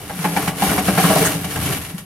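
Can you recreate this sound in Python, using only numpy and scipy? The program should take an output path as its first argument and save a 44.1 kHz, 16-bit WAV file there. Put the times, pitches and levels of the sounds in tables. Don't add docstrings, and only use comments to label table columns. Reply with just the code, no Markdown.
import sys
import numpy as np
from scipy import signal
from scipy.fft import rfft, irfft
from scipy.io import wavfile
from scipy.ndimage import uniform_filter1d

SR = 44100
rng = np.random.default_rng(int(sys.argv[2]) if len(sys.argv) > 2 else 0)


def transcribe(signal):
    frames = np.atleast_2d(signal).T
    limited = np.clip(frames, -1, 1)
    pcm = np.round(limited * 32767).astype(np.int16)
    wavfile.write(sys.argv[1], SR, pcm)


N = 90404
T = np.arange(N) / SR


# time in seconds, relative level in dB.
RASP_SWELL = [(0, -38), (.07, -37.5), (.15, -35.5), (.21, -29), (.31, -30.5), (.44, -27), (.49, -29.5),
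              (.535, -41), (.575, -30.5), (.625, -21.5), (.7, -22), (.77, -25.5), (.82, -30.5), (.87, -23),
              (.93, -26.5), (1.02, -19.5), (1.23, -20), (1.34, -26.5), (1.39, -33), (1.49, -32.5),
              (1.52, -28.5), (1.59, -30.5), (1.63, -25.5), (1.76, -27), (1.795, -35.5), (1.86, -34.5),
              (1.94, -41.5), (2.0, -39.5), (2.05, -52)]
# frequency in Hz, gain in dB.
RASP_TONE = [(300, -36.5), (1000, 3.5), (2000, 2.5), (3000, -0.5), (4500, -4.5), (7500, -6.5), (9800, 0),
             (11500, -2.5), (13500, -5.5), (16000, -17.5)]
# pitch in Hz, width in Hz, gain in dB.
NEEDLE_MODES = [(1780, 60, -3), (2259, 40, 0), (2850, 90, -3), (3057, 40, 0), (6900, 150, -9),
                (10300, 500, -7), (11400, 200, -3)]

def needle_rasp(force, pulse):
    swell_db, = in_time(RASP_SWELL)
    rub = rms_one(colour(force, RASP_TONE))
    ring = from_db(-12.5) * resonate(pulse * contacts(N), NEEDLE_MODES)
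    return from_db(swell_db - 2) * (rub + ring) + needle_chirps(swell_db)


def needle_chirps(swell_db, per_second=38, pitch_hz=11420, width_hz=80, rub_s=.005):
    decay = np.exp(-T[:SR // 20] / rub_s)
    out = 0
    for hz in pitch_hz * np.array([.99, 1, 1.01]):
        starts = rng.random(N) < per_second / SR / 3
        sizes = from_db(4 * rng.uniform(-0.92, 1, N))
        rubs = signal.fftconvolve(starts * sizes, decay)[:N] * rng.standard_normal(N)
        out = out + resonate(rubs, [(hz, width_hz, 0)])
    return from_db(-20 + .8 * swell_db) * rms_one(out)


def needle_pulse(per_second=88, depth_db=1.1):
    wander = rms_one(uniform_filter1d(rng.standard_normal(N), SR // 50))
    rate_hz = per_second * (1 + 0.24 * wander)
    return from_db(depth_db * np.cos(2 * np.pi * np.cumsum(rate_hz) / SR))


# start in seconds, relative levels of clatter, thud and edge in dB,
# length in seconds, ring pitch in Hz, relative ring level in dB, thud pitch in Hz.
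CATCHES = [(.094, -27, -35.5, -31, 0.01, 766, -27, 89.5), (.188, -46, -25, -31.5, 0.0099, 793, -40, 165),
           (.241, -19, -19.5, -20.5, 0.015, 880, -16.5, 188),
           (.362, -17.5, -20.5, -20, 0.01, 837, -15.5, 189),
           (.474, -21.5, -17, -20, 0.005, 794, -17.5, 171),
           (.619, -16.5, -16, -36, 0.0055, 786, -10.5, 193), (0.691, -23, -28, -23, 0.029, 603, -32, 194),
           (.777, -27, -19, -18.5, 0.0053, 740, -14, 196), (0.879, -12, -12, -18, 0.0078, 570, -19, 189),
           (.974, -14.5, -15, -16.5, 0.015, 744, -14.5, 177),
           (1.038, -14, -14, -23, 0.014, 1110, -19.5, 175), (1.095, -13, -12.5, -32, 0.017, 664, -13, 180),
           (1.155, -16.5, -19, -44, 0.013, 648, -10.5, 163),
           (1.206, -21, -17.5, -26, 0.023, 437, -18.5, 169.5),
           (1.345, -25.5, -52, -39, 0.004, 530, -26, 170), (1.44, -35, -28, -31, 0.005, 746, -26, 176),
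           (1.558, -22.5, -30, -28.5, 0.0075, 780, -35, 89),
           (1.698, -32.5, -25.5, -51, 0.031, 285, -26, 121)]
# frequency in Hz, gain in dB.
CLATTER_TONE = [(120, -23), (270, 6.5), (450, 6), (850, -0.5), (1300, -3), (2200, -16), (4000, -16.5),
                (10000, -42)]
EDGE_TONE = [(400, -18), (1000, 2), (1600, 6), (2300, 3), (3500, -13), (6000, -19), (11000, -8.5),
             (16000, -31)]

def carriage_knocks(release_s=0.013, ring_width_hz=85, thud_lag_s=0.0029):
    out = np.zeros(N)
    for start, clatter_db, thud_db, edge_db, length, ring_hz, ring_db, thud_hz in CATCHES:
        out += burst(start, clatter_db, length, release_s, needle_bed, CLATTER_TONE)
        out += burst(start, ring_db, length, release_s, resonate, [(ring_hz, ring_width_hz, 0)])
        out += burst(start, edge_db, length, release_s, colour, EDGE_TONE)
        out += table_thud(start + thud_lag_s, thud_db, thud_hz)
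    return out


# pitch in Hz, width in Hz, gain in dB.
BED_MODES = [(227, 17, -12.5), (288.2, 15.4, 5.5), (311, 12.2, -7.5), (391, 36, 1), (454.8, 16.6, -10),
             (582, 10, 4.5), (660.3, 68, -1), (784, 37, 6), (883.7, 7.6, -3.5), (951, 42, -0.5),
             (1092, 7.7, -14.5), (1138, 12, 5), (1630, 30, 3.5), (2224, 25, -18)]

def needle_bed(force, tone):
    ring = rms_one(colour(resonate(force, BED_MODES), tone))
    wash = rms_one(colour(force, tone))
    return ring + from_db(-2) * wash


# time in seconds, relative levels of rumble, boom and whirr in dB.
DRONE_SWELL = [(0, -32, -55, -33), (.07, -30, -36.5, -39.5), (.17, -36, -32.5, -37),
               (.32, -32.5, -30, -27.5), (.44, -23, -36, -26), (.55, -33, -33, -32), (.72, -21, -32, -19),
               (.84, -22.5, -36, -27.5), (.95, -19.5, -28, -25.5), (1.05, -24.5, -27, -20),
               (1.21, -23.5, -23.5, -22), (1.29, -22.5, -31.5, -22.5), (1.42, -26, -29, -33),
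               (1.53, -26, -35.5, -30.5), (1.6, -23, -27.5, -30.5), (1.7, -15, -26, -24.5),
               (1.82, -25.5, -44, -35.5), (1.92, -37, -37, -40.5), (2.05, -51, -46, -51)]
# frequency in Hz, gain in dB.
WHIRR_TONE = [(150, -35), (250, 6), (400, 4), (700, -4.5), (1000, -4), (2200, -20.5), (4000, -37),
              (10000, -69)]
TABLE_TONE = [(25, -3), (45, -2), (65, 4.5), (180, 5.5), (260, 2.5), (600, -24)]
# pitch in Hz, width in Hz, gain in dB.
RUMBLE_MODES = [(57.4, 14, -10), (79, 28, 0), (105.3, 15, 2), (137, 23, -0.5)]
BOOM_MODES = [(146, 20, -10.5), (174.5, 18.6, 2), (190, 12, -10.5)]

def sliding_drone(force, pulse, hollow_hz=772, hollow_width_hz=30):
    rumble_db, boom_db, whirr_db = in_time(DRONE_SWELL)
    hollow = from_db(-9) * resonate(force, [(hollow_hz, hollow_width_hz, 0)])
    bed = rms_one(needle_bed(pulse * contacts(N), WHIRR_TONE))
    whirr = from_db(whirr_db - 3.5) * rms_one(bed + hollow)
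    rumble = from_db(rumble_db - 10) * rms_one(colour(resonate(contacts(N), RUMBLE_MODES), TABLE_TONE))
    boom = from_db(boom_db - 1.5) * rms_one(colour(resonate(contacts(N), BOOM_MODES), TABLE_TONE))
    return whirr + rumble + boom


# frequency in Hz, gain in dB.
SCRAPE_TONE = [(600, -4), (1400, 12), (1950, 0), (2700, -13), (5000, -6), (9000, 4.5), (13000, -8),
               (16000, -21)]
# pitch in Hz, width in Hz, gain in dB.
SQUEAL_MODES = [(1480, 150, 3), (1920, 150, 2), (6250, 250, -6), (6700, 120, 0), (9000, 400, -10),
                (14700, 500, -9)]

def carriage_scrape(start_s=1.249, length_s=.022, release_s=0.0076):
    grit = burst(start_s, -18, length_s, release_s, colour, SCRAPE_TONE)
    squeal = burst(start_s, -18.5, length_s, release_s, resonate, SQUEAL_MODES)
    return grit + squeal


# start in seconds, relative level in dB.
SNAPS = [(.018, -49), (0.126, -50), (.364, -25.5), (.476, -23.5), (0.786, -23), (0.887, -30),
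         (1.442, -26.5), (1.505, -30), (1.556, -27.5), (1.658, -24), (1.721, -23), (1.764, -30),
         (1.813, -32.5), (1.846, -32.5), (1.894, -34), (1.979, -32)]
# frequency in Hz, gain in dB.
SNAP_TONE = [(300, -19), (1000, 4.5), (1900, 5), (3000, 4.5), (4500, -2.5), (7500, -4.5), (10500, -1.5),
             (13000, -3), (16000, -32)]

def needle_snaps(length_s=0.0095, release_s=0.009):
    out = np.zeros(N)
    for start, db in SNAPS:
        out += burst(start, db, length_s, release_s, colour, SNAP_TONE)
        out += burst(start, db - 5, length_s, release_s, resonate, NEEDLE_MODES)
    return out


# start in seconds, relative level in dB, pitch in Hz.
TABLE_BUMPS = [(.436, -29.5, 178), (.68, -29, 73), (0.712, -20, 195), (1.351, -20, 163.5),
               (1.588, -24.5, 127), (1.653, -24, 139), (1.765, -29, 128), (1.941, -25.5, 183)]

def table_bumps():
    return sum(table_thud(start, db, hz) for start, db, hz in TABLE_BUMPS)


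def table_thud(start, db, hz, rise_s=0.0079):
    t = np.maximum(T - start, 0)
    envelope = t / rise_s * np.exp(1 - t / rise_s)
    return from_db(db + 3) * envelope * np.sin(2 * np.pi * hz * t)


# frequency in Hz, gain in dB.
HUSH_TONE = [(25, -5), (55, -4), (100, 3), (250, 1.5), (1000, -20), (15000, -48)]

def small_room(direct, t60_s=0.27):
    t = T[:SR // 2]
    tail = rng.standard_normal(len(t)) * from_db(-60 * t / t60_s)
    reflections = signal.fftconvolve(direct, tail / np.linalg.norm(tail))[:N]
    hush = rms_one(colour(rng.standard_normal(N), HUSH_TONE))
    return direct + from_db(-8) * reflections + from_db(-43) * hush


def contacts(count, per_second=1800, spread_db=2, friction=0.56):
    sizes = from_db(spread_db * np.minimum(rng.exponential(1, count), 4))
    signs = rng.choice([-1, 1], count)
    hits = rng.random(count) < per_second / SR
    return rms_one(rms_one(sizes * signs * hits) + friction * rng.standard_normal(count))


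def burst(start, db, length, release, body, voicing, attack_s=.002):
    t = T[:SR // 4]
    envelope = np.minimum(t / attack_s, 1) * np.exp(-np.maximum(t - length, 0) / release)
    sound = rms_one(body(envelope * contacts(len(t)), voicing))
    gain = from_db(db) * np.sqrt(np.mean(envelope ** 2) / 2)
    return gain * np.pad(sound, (max(int(start * SR), 0), N))[:N]


def resonate(x, modes):
    out = 0
    for k, (hz, width, db) in enumerate(modes):
        radius = np.exp(-np.pi * width / SR)
        feedback = [1, -2 * radius * np.cos(2 * np.pi * hz / SR), radius ** 2]
        ring = (1 - radius ** 2) * signal.lfilter([1, 0, -1], feedback, x)
        out = out + (-1) ** k * from_db(db) * ring
    return rms_one(out)


def colour(x, tone, size=4096):
    hz, db = np.transpose(tone)
    grid_hz = np.maximum(np.arange(size // 2 + 1) * SR / size, 1)
    gain = from_db(np.interp(np.log(grid_hz), np.log(hz), db))
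    cepstrum = irfft(np.log(gain))
    cepstrum[1:size // 2] *= 2
    cepstrum[size // 2 + 1:] = 0
    impulse = irfft(np.exp(rfft(cepstrum)))
    return signal.fftconvolve(x, impulse)[:len(x)]


def in_time(rows):
    times, *columns = np.transpose(rows)
    return [np.interp(T, times, column) for column in columns]


def from_db(db):
    return 10 ** (np.asarray(db) / 20)


def rms_one(x):
    return x / np.sqrt(np.mean(x ** 2) + 1e-20)


def machine(pulse):
    force = pulse * contacts(N)
    slide = needle_rasp(force, pulse) + sliding_drone(force, pulse)
    return slide + carriage_knocks() + carriage_scrape() + needle_snaps() + table_bumps()


# frequency in Hz, side level against mid in dB.
SIDE_TONE = [(30, -8), (90, -17), (180, -24), (350, -11), (700, -13), (1400, -7), (2800, -2.5), (5600, -.5),
             (12000, .5)]

def scene(lean_left_db=.4):
    pulse = needle_pulse()
    mid = small_room(machine(pulse))
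    side = colour(small_room(machine(pulse)), SIDE_TONE)
    return np.array([(mid + side) * from_db(lean_left_db), (mid - side) * from_db(-lean_left_db)])


# centre in Hz, width in Hz.
TREBLE_DIPS = [(2440, 70), (7550, 130)]

def record(dry, ceiling=1.3, cutoff_hz=15800):
    for hz, width in TREBLE_DIPS:
        dry = signal.lfilter(*signal.iirnotch(hz, hz / width, fs=SR), dry)
    rounded = ceiling * np.tanh(dry / ceiling)
    lowpass = signal.ellip(12, .1, 90, cutoff_hz, fs=SR, output="sos")
    return signal.sosfilt(lowpass, rounded)


dry = scene()
out = record(dry)
transcribe(out)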